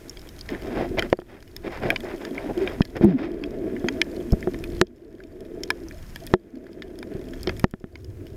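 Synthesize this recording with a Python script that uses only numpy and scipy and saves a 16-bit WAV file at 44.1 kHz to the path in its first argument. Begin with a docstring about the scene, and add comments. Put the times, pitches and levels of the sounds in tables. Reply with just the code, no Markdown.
"""Knocks, clicks and rubbing of a hand on a waterproof camera case, heard from the microphone inside it.
Blows thud and ring the case's cavity and walls; the skin sticks and slips on its shell.
The case is held close over a shallow seabed: water rumbles and washes round it, bubbles gurgle past,
and snapping shrimp crackle near and far over a faint hiss.
Each hard knock ducks the recorder's gain, which then creeps back."""
import sys
import numpy as np
from scipy import signal
from scipy.fft import rfft, irfft, next_fast_len
from scipy.io import wavfile

SR = 44100
rng = np.random.default_rng(int(sys.argv[2]) if len(sys.argv) > 2 else 0)


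def transcribe(u):
    """Save the signal u as a 16-bit wav file named by the first command-line argument.

    u: samples, shape (n,) or (channels, n), limited to [-1, 1]; the rate is SR.
    q: integer samples, one column per channel.
    """
    v = np.clip(np.atleast_2d(u).T, -1, 1)
    q = np.round(v * 32767).astype(np.int16)
    wavfile.write(sys.argv[1], SR, q)


N = 368676
TIME = np.arange(N) / SR


def gain_of(db):
    return 10 ** (np.asarray(db) / 20)


def unit_rms(x):
    return x / np.sqrt(np.mean(x ** 2) + 1e-20)


def unit_burst(x):
    """x with the energy of 10 ms at level 1."""
    return x / np.linalg.norm(x) * np.sqrt(SR / 100)


def add(mix, start_s, sound):
    part = mix[max(round(start_s * SR), 0):][:len(sound)]
    part += sound[:len(part)]


def follow(curve):
    """Gain over time from rows of (time [s], level [dB])."""
    return gain_of(np.interp(TIME, *np.transpose(curve)))


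def coloured(x, spectrum):
    """x filtered by the given spectrum, at unit level."""
    hz, db = np.transpose(spectrum)
    size = next_fast_len(N)
    shape_db = np.interp(np.log(np.fft.rfftfreq(size, 1 / SR) + 1), np.log(hz), db)
    return unit_rms(irfft(rfft(x, size) * gain_of(shape_db), size)[:N])


def drift(per_s):
    """A random wander of unit size that turns so many times a second."""
    knots = rng.standard_normal(N // 20)
    return unit_rms(np.interp(TIME * per_s, np.arange(len(knots)), knots))


def grains(per_s, spread_db):
    """A random train of impulses, most small and a few large."""
    where, size, side = rng.random((int(per_s * N / SR), 3)).T
    sizes = gain_of(spread_db * np.minimum(-np.log(1 - size), 5))
    return np.bincount((where * N).astype(int), sizes * np.sign(side - .5), N)


def scatter(sound, per_s, spread_db):
    """One sound repeated at random moments and strengths."""
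    out, train = np.zeros(N), grains(per_s, spread_db)
    for at in np.flatnonzero(train):
        add(out, at / SR, train[at] * sound)
    return out


def ring(modes, t):
    """Decaying modes struck at t = 0."""
    return sum(gain_of(db - 60 * t / t60) * np.sin(2 * np.pi * hz * t) for hz, db, t60 in modes)


def press(start_s, length_s, build_share=0.26, release_share=0.4):
    """Gain over time of one push of the hand that builds, holds and lets go."""
    corners = start_s + length_s * np.array([0, build_share, 1 - release_share, 1])
    return np.interp(TIME, corners, [0, 1, 1, 0])


# noise floor at the microphone: (frequency [Hz], relative level [dB])
HISS_SPECTRUM = [(100, -1), (1500, 6.5), (3800, 1), (4500, 0), (5200, 3.5), (5900, 0.5), (6600, 2),
                 (7600, -1.5), (11500, -1), (14500, -1), (15600, -10.5), (16200, -25)]


def hiss(hiss_db=-57):
    """The steady noise of the microphone and of the far reef."""
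    return gain_of(hiss_db) * coloured(rng.standard_normal(N), HISS_SPECTRUM)


def shrimp(count=14, snaps_per_s=48, faintest_db=-60, spread_db=3.5, tick_db=-11):
    """Distant shrimp all around, each ringing the case with a snap of its own colour."""
    out = np.zeros(N)
    for centre_hz in np.geomspace(2600, 6500, count):
        snap = click(centre_hz, octaves=.7)
        add(snap, 0, gain_of(tick_db) * tick())
        out += scatter(snap, snaps_per_s / count, spread_db)
    return gain_of(faintest_db) * out


# slow pressure of the water over the seabed: (time [s], relative level [dB])
RUMBLE_LEVELS = [(0, -43.5), (1.0, -33.5), (1.45, -39.5), (1.85, -32.5), (2.2, -47), (3.15, -27),
                 (4.15, -37.5), (4.8, -31), (6.2, -37), (7.3, -32.5), (8.36, -31)]
# its spectrum at the microphone: (frequency [Hz], relative level [dB])
RUMBLE_SPECTRUM = [(8, -21), (22, 6.5), (45, 0.5), (90, -3), (140, -8), (220, -13), (400, -30), (1000, -70)]


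def rumble(rumble_db=-3):
    """Deep pressure swings of the moving water."""
    swings = coloured(rng.standard_normal(N), RUMBLE_SPECTRUM)
    return gain_of(rumble_db) * swings * follow(RUMBLE_LEVELS)


# current round the case, swelling every second or two: (time [s], relative level [dB])
CURRENT_LEVELS = [(0, -41.5), (0.35, -48.5), (1.6, -42), (2.15, -35), (2.92, -33), (3.2, -17.5),
                  (3.75, -25), (4.6, -34.5), (4.95, -27.5), (5.7, -26.5), (6.08, -52.5), (6.5, -25.5),
                  (7.2, -29), (7.65, -43.5), (8.0, -33.5), (8.36, -32.5)]
# shoves of the hand on the case: (start [s], length [s], rub [dB], judder [dB], slosh [dB])
SHOVES = [(0.476, 0.13, -38, -44.5, -29.5), (0.585, 0.28, -39, -40.5, -30), (0.735, 0.15, -32, -27, -23.5),
          (0.838, 0.17, -49, -50, -29), (0.967, 0.047, -26.5, -25, -40), (0.99, 0.1, -39, -42, -29.5),
          (1.261, 0.16, -38.5, -45, -36.5), (1.632, 0.078, -31.5, -34.5, -27.5),
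          (1.692, 0.12, -32, -59, -39), (1.802, 0.11, -30, -26.5, -21.5), (1.866, 0.1, -37.5, -31.5, -32),
          (2.01, 0.18, -38.5, -39.5, -40), (2.192, 0.11, -39.5, -46, -41), (2.312, 0.22, -39, -39, -44),
          (2.481, 0.048, -42, -29, -30.5), (2.525, 0.29, -37, -38.5, -35.5),
          (2.951, 0.037, -29.5, -27.5, -43), (3.002, 0.17, -27, -27, -12.5), (3.162, 0.13, -25, -27.5, -22),
          (7.09, 0.11, -45, -52, -26), (7.457, 0.09, -43, -48, -35.5)]


def motion(rest_rub_db=-53.5, pull_rub_db=-21.5):
    """Gains over time of rubbing, judder and flow: the current and each shove add their power."""
    current = follow(CURRENT_LEVELS)
    # the hand rubs faintly at rest, and more as the current pulls on the case
    rub_power = gain_of(rest_rub_db) ** 2 + (gain_of(pull_rub_db) * current) ** 2
    judder_power, flow_power = np.zeros(N), current ** 2
    for start_s, length_s, rub_db, judder_db, slosh_db in SHOVES:
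        power = press(start_s, length_s) ** 2
        rub_power += power * gain_of(rub_db) ** 2
        judder_power += power * gain_of(judder_db) ** 2
        flow_power += power * gain_of(slosh_db) ** 2
    return np.sqrt(rub_power), np.sqrt(judder_power), np.sqrt(flow_power)


# the wash, heard from inside the case: (frequency [Hz], relative level [dB])
WASH_SPECTRUM = [(60, -45.5), (150, -15), (210, -7.5), (265, -6.5), (305, -3.5), (350, 2), (420, -6.5),
                 (500, -13.5), (570, -20.5), (650, -11), (760, -34.5), (1000, -39.5), (1450, -45),
                 (1690, -31.5), (1950, -49.5), (2900, -62), (3190, -45), (3500, -65.5)]


def wash(flow, wash_db=-3, eddy_db=2):
    """Eddies drum on the case near its cavity note."""
    eddies = grains(per_s=1500, spread_db=3.06) * gain_of(eddy_db * drift(per_s=35))
    return gain_of(wash_db) * coloured(eddies, WASH_SPECTRUM) * flow


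def burble(flow, count=14, low_hz=230, high_hz=680, per_s=40, cycles=9, glide=0.028, burble_db=-9):
    """Small bubbles carried in the wash, each a short rising note; the high ones are weaker."""
    out, t = np.zeros(N), np.arange(SR // 8) / SR
    for hz in np.geomspace(low_hz, high_hz, count):
        age = hz * t / cycles
        note = np.sin(2 * np.pi * hz * t * (1 + glide * age)) * age * np.exp(-2 * age)
        tilt_db = -9 * np.log2(hz / low_hz)
        out += scatter(gain_of(tilt_db) * note, per_s / count, spread_db=2.0)
    return gain_of(burble_db) * unit_rms(out) * flow


# large bubbles slipping past the case:
# (start [s], length [s], first pitch [Hz], last pitch [Hz], level [dB], swell [share of length])
LARGE_BUBBLES = [(2.297, 0.15, 276.4, 283, -28, 0.23), (2.422, 0.068, 290, 312, -25, .7),
                 (2.561, 0.059, 349, 380, -18, 0.32), (2.598, 0.093, 383, 350, -18, 0.28),
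                 (3.031, 0.082, 328.6, 464, 4, 0.24), (3.036, 0.13, 205.4, 107, 6, 0.094),
                 (3.125, 0.055, 291, 209, -1, 0.63), (3.225, 0.065, 369, 283, -13.5, 0.47),
                 (5.81, 0.1, 343, 271, -28.5, 0.3), (5.921, 0.11, 643, 640, -42.5, 0.19),
                 (6.211, 0.048, 665, 616, -37.5, 0.37)]


def gurgles(wobble_db=1, jitter=0.051, glide_power=2.05, fade_power=1.66):
    """Each bubble swells and dies away as one wobbling tone whose glide gathers speed."""
    out, wobble = np.zeros(N), gain_of(wobble_db * drift(per_s=121.04))
    for start_s, length_s, first_hz, last_hz, db, swell in LARGE_BUBBLES:
        age = np.linspace(0, 1, int(length_s * SR))
        shape_change = np.interp(age, np.linspace(0, 1, 24), rng.standard_normal(24))
        hz = (first_hz + (last_hz - first_hz) * age ** glide_power) * (1 + jitter * shape_change)
        envelope = np.minimum(age / swell, ((1 - age) / (1 - swell)) ** fade_power)
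        add(out, start_s, gain_of(db) * envelope * np.sin(2 * np.pi * np.cumsum(hz) / SR))
    return out * wobble


# the case shuddering round the microphone: (frequency [Hz], relative level [dB])
DRONE_SPECTRUM = [(40, -29), (70, -1.5), (95, -2), (120, -4), (160, -35), (400, -57.5)]


def drone(start_s=7.88, length_s=0.51, drone_db=-29):
    """A narrow, low shudder of the case as the hand tightens."""
    shudder = coloured(rng.standard_normal(N), DRONE_SPECTRUM)
    return gain_of(drone_db) * shudder * press(start_s, length_s)


# skin dragging on the case, heard from inside: (frequency [Hz], relative level [dB])
DRAG_SPECTRUM = [(40, -6.5), (110, -1), (220, -5), (360, 0.5), (480, -3), (680, 1), (950, -16),
                 (1300, -30.5), (4000, -57)]


def drags(judder):
    """Under pressure the skin sticks and slips slowly enough to judder the whole case."""
    return judder * coloured(grains(per_s=700, spread_db=0.84), DRAG_SPECTRUM)


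# the grip rubbing right by the microphone: (frequency [Hz], relative level [dB])
RUB_SPECTRUM = [(200, -17), (500, 11), (800, 6.5), (1200, 1.5), (1700, 5), (2050, 3.5), (2450, -0.5),
                (2850, -6), (3250, -11.5), (4000, -20.5), (5200, -11), (6200, -36), (9000, -47.5),
                (16000, -44)]


def grip(rub, rub_db=-3, catch_db=2.0, grit_db=-14, grit_top_hz=3800):
    """Thousands of tiny slips a second, catching unevenly; coarser grit rings the shell's lower modes."""
    slips = grains(per_s=5000, spread_db=3.5) * gain_of(catch_db * drift(per_s=110))
    low_modes = [mode for mode in SHELL_MODES if mode[0] < grit_top_hz]
    shell = ring(low_modes, np.arange(2048) / SR)
    grit = signal.oaconvolve(grains(per_s=350, spread_db=1.5), shell)[:N]
    return (gain_of(rub_db) * coloured(slips, RUB_SPECTRUM) + gain_of(grit_db) * unit_rms(grit)) * rub


# the stiff shell round the microphone: (frequency [Hz], level [dB], time to fall 60 dB [s])
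SHELL_MODES = [(1020, -3, 0.035), (1640, -4, 0.011), (1750, -1.5, 0.033), (2048, 1, 0.015),
               (2415, 4.5, 0.012), (3205, -0.5, 0.02), (3567, 3, 0.0077), (4330, -6, 0.011),
               (5120, 5, 0.0066), (5300, 6, 0.0048), (6560, 2, 0.0079), (7000, -19.5, 0.0069)]


def click(centre_hz, octaves, chatter=0.21, chatter_s=0.0017, direct=11, detune=0.037, uneven_db=2):
    """A snap and its brief chatter ring the shell; the contact picks which modes speak."""
    t = np.arange(2048) / SR
    force = chatter * rng.standard_normal(len(t)) * np.exp(-t / chatter_s)
    force[0] += 1
    # each spot on the shell rings a little differently
    modes = [(hz * (1 + detune * rng.standard_normal()), db + uneven_db * rng.standard_normal(), t60)
             for hz, db, t60 in SHELL_MODES]
    shell = ring(modes, t)
    shell[0] += direct
    hz = np.fft.rfftfreq(4096, 1 / SR) + 1
    log_gain = -np.log(1 + (np.log2(hz / centre_hz) / max(octaves, .2)) ** 2)
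    mirrored = np.r_[log_gain, log_gain[-2:0:-1]]
    contact = np.exp(np.conj(signal.hilbert(mirrored)))[:len(hz)]  # minimum phase keeps the onset sharp
    return unit_burst(irfft(rfft(force, 4096) * rfft(shell, 4096) * contact)[:len(t)])


def tick(decay_s=0.0004, band_hz=(7600, 14000)):
    """The brightest edge of a click, too high to ring."""
    t = np.arange(512) / SR
    burst = rng.standard_normal(len(t)) * np.exp(-t / decay_s)
    return unit_burst(signal.lfilter(*signal.butter(2, band_hz, "band", fs=SR), burst))


# sharp clicks on and near the case:
# (time [s], level over 10 ms [dB], centre [Hz], spread [octaves], tick level [dB])
CLOSE_CLICKS = [(0.0957, -36.5, 6400, 0.19, -52), (0.1714, -44, 3700, 0.71, -68),
                (0.4108, -38.5, 4660, 0.18, -57), (0.4903, -34.5, 2820, 0.82, -71),
                (0.5485, -37, 2010, 0.43, -73), (0.9865, -26.5, 2210, 0.68, -66),
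                (0.9933, -23, 2460, 0.74, -61), (1.024, -26, 1740, 0.59, -51),
                (1.4259, -43.5, 3530, 1.3, -60), (1.5647, -32, 4780, 1.14, -41),
                (1.9037, -17, 2220, 0.37, -39.5), (1.9608, -25, 2610, 0.42, -67),
                (2.2511, -36, 3300, 1, -58), (2.38, -30.5, 2210, 0.16, -69), (2.6753, -28, 2350, 0.38, -61),
                (2.8185, -22.5, 2790, 0.65, -58), (2.8525, -37, 2950, 1.9, -52),
                (3.045, -44, 5500, 1.8, -36.5), (3.4387, -27, 2370, 0.63, -57),
                (3.7645, -37, 1900, 0.28, -73), (3.8857, -22, 2400, 0.84, -66),
                (4.016, -14.5, 3050, 0.38, -71), (4.3216, -40.5, 5830, 0.42, -48.5),
                (4.4275, -36, 2020, 0.34, -70), (4.544, -40, 2330, 0.69, -63), (4.64, -37, 2930, 0.68, -52),
                (4.8698, -37.5, 3420, 0.68, -61), (5.2036, -32.5, 1680, 0.3, -67),
                (5.2374, -40, 2980, 0.53, -61.5), (5.4066, -44, 3830, 0.9, -49),
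                (5.635, -24, 5640, 0.74, -48), (5.704, -12.5, 2770, 0.8, -32),
                (5.8853, -44.5, 5970, 0.22, -55), (5.911, -40.5, 1960, 0.26, -58.5),
                (6.16, -36, 2230, 1.4, -49), (6.267, -46.5, 4770, 0.31, -44),
                (6.5556, -42.5, 3320, 1.9, -61), (6.667, -36.5, 1754, 0.53, -66),
                (6.7311, -44, 4430, 0.73, -57), (6.8218, -26, 2640, 0.44, -61),
                (6.989, -39, 4000, 1.6, -44), (7.0285, -30, 1730, 0.93, -52),
                (7.3352, -40, 2060, 0.82, -69), (7.4317, -39.5, 5630, 0.32, -45),
                (7.4724, -29.5, 3140, 0.26, -70), (7.4938, -28.5, 2100, 0.65, -70),
                (7.5963, -40.5, 3200, 0.75, -44.5), (7.711, -42.5, 7000, 1.2, -41.5),
                (7.956, -28.5, 2260, 0.89, -68), (8.0455, -39.5, 4900, 0.42, -53)]


def clicks():
    """The nearest shrimp snaps and the creaks of the case, each with a bright tick on top."""
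    out = np.zeros(N)
    for time_s, db, centre_hz, octaves, tick_db in CLOSE_CLICKS:
        add(out, time_s, gain_of(db) * click(centre_hz, octaves))
        add(out, time_s, gain_of(tick_db) * tick())
    return out


# the case's flat walls, damped by the water: (frequency [Hz], level [dB], time to fall 60 dB [s])
WALL_MODES = [(525, 3, 0.03), (765, -2, 0.02), (911, 1, 0.012), (1358, 2, 0.01), (1771, 3, 0.011),
              (2390, 3, 0.0033), (3320, 7.5, 0.0037), (5000, -16.5, 0.011)]


def crack(centre_hz, t, rise_cycles=0.65):
    """The walls answer a blow, the harder the contact the higher the modes. Peak 1."""
    sound = np.zeros(len(t))
    for k, mode in enumerate(WALL_MODES):
        octaves_off = np.log2(mode[0] / centre_hz)
        sound += (-1) ** k * ring([mode], t) / (1 + octaves_off ** 2)
    sound *= 1 - np.exp(-t * centre_hz / rise_cycles)
    return sound / abs(sound).max()


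def thud(hz, t, decay_cycles=0.54, rise_s=0.00054):
    """A heavily damped swing of the whole case, cushioned by the water. Peak 1."""
    swing = np.sin(2 * np.pi * hz * t) * np.exp(-hz * t / decay_cycles) * (1 - np.exp(-t / rise_s))
    return swing / abs(swing).max()


# the air and back of the case: (frequency [Hz], level [dB], time to fall 60 dB [s])
CAVITY_MODES = [(363.6, 7.5, 0.05), (200, -6.5, 0.069), (451, -5.5, 0.054), (636, -7, 0.046),
                (1680, -55, .22), (3200, -60, .24)]
# blows on the case, right by the microphone:
# (time [s], thud level [dB], thud pitch [Hz], cavity gain [dB], crack level [dB], crack centre [Hz])
CASE_KNOCKS = [(1.1281, 6, 507, -6.5, 3, 870), (1.1893, -11.5, 405, -19, -20.5, 905),
               (1.2174, -48, 380, -28, -26.5, 1120), (2.8074, 4, 200, -19, -20, 800),
               (3.0111, -5, 260, -11.5, -39, 697), (3.0472, 2.5, 119, -16.5, -34, 700),
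               (3.8429, -13, 247.4, -19, -25, 787), (4.3242, -5, 64.6, -16, -43, 700),
               (4.3332, -5, 177, -18, -26, 600), (4.4729, -15.5, 270, -12.5, -20.5, 785),
               (4.814, 1, 225, 10.5, 12.5, 2050), (6.338, 7, 255, 9.5, 8.5, 1240),
               (7.15, -15.5, 144, -21, -37.5, 900), (7.4734, -20, 330, -15.5, -22.5, 920),
               (7.4951, -21.5, 170, -28, -21.5, 1120), (7.642, 11, 221, -2.5, 7.5, 1340),
               (7.738, -2, 216, -18, -14.5, 1370), (7.808, -31.5, 260, -23.5, -49.5, 890),
               (7.8414, -6.5, 232, -21, -21, 1530)]


def knocks(build_s=0.0035):
    """A blow cracks, shoves the whole case, and leaves its cavity ringing."""
    out, t = np.zeros(N), np.arange(SR // 8) / SR
    cavity = ring(CAVITY_MODES, t) * (1 - np.exp(-t / build_s))
    for time_s, thud_db, thud_hz, cavity_db, crack_db, crack_hz in CASE_KNOCKS:
        add(out, time_s, gain_of(thud_db) * thud(thud_hz, t) + gain_of(cavity_db) * cavity)
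        add(out, time_s, gain_of(crack_db) * crack(crack_hz, t[:1024]))
    return out


def scene():
    """One microphone: the hand on the case up close, the sea around it, and the hiss under both."""
    rub, judder, flow = motion()
    handling = grip(rub) + drags(judder) + drone() + clicks() + knocks()
    sea = rumble() + wash(flow) + burble(flow) + gurgles() + shrimp()
    return (handling + sea + hiss())[None]


def record(dry, limit_db=-3.5, recover_db_per_s=16, attack_s=0.0014, ceiling=0.72, top_hz=16400):
    """A limiter dives on loud peaks and recovers slowly; what outruns it saturates; the top is cut."""
    dry = signal.lfilter(*signal.butter(1, 15, "high", fs=SR), dry)
    over_db = np.maximum(20 * np.log10(abs(dry[0]) + 1e-9) - limit_db, 0)
    recovery_db = recover_db_per_s * TIME
    held_db = np.maximum.accumulate(over_db + recovery_db) - recovery_db
    lag = np.exp(-1 / (attack_s * SR))
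    ducked = dry * gain_of(-signal.lfilter([1 - lag], [1, -lag], held_db))
    saturated = ducked / (1 + abs(ducked / ceiling) ** 4) ** .25
    lowpass = signal.firwin(511, top_hz, window=("kaiser", 9), fs=SR)
    return signal.oaconvolve(saturated, lowpass[None], "same")


dry = scene()
out = record(dry)
transcribe(out)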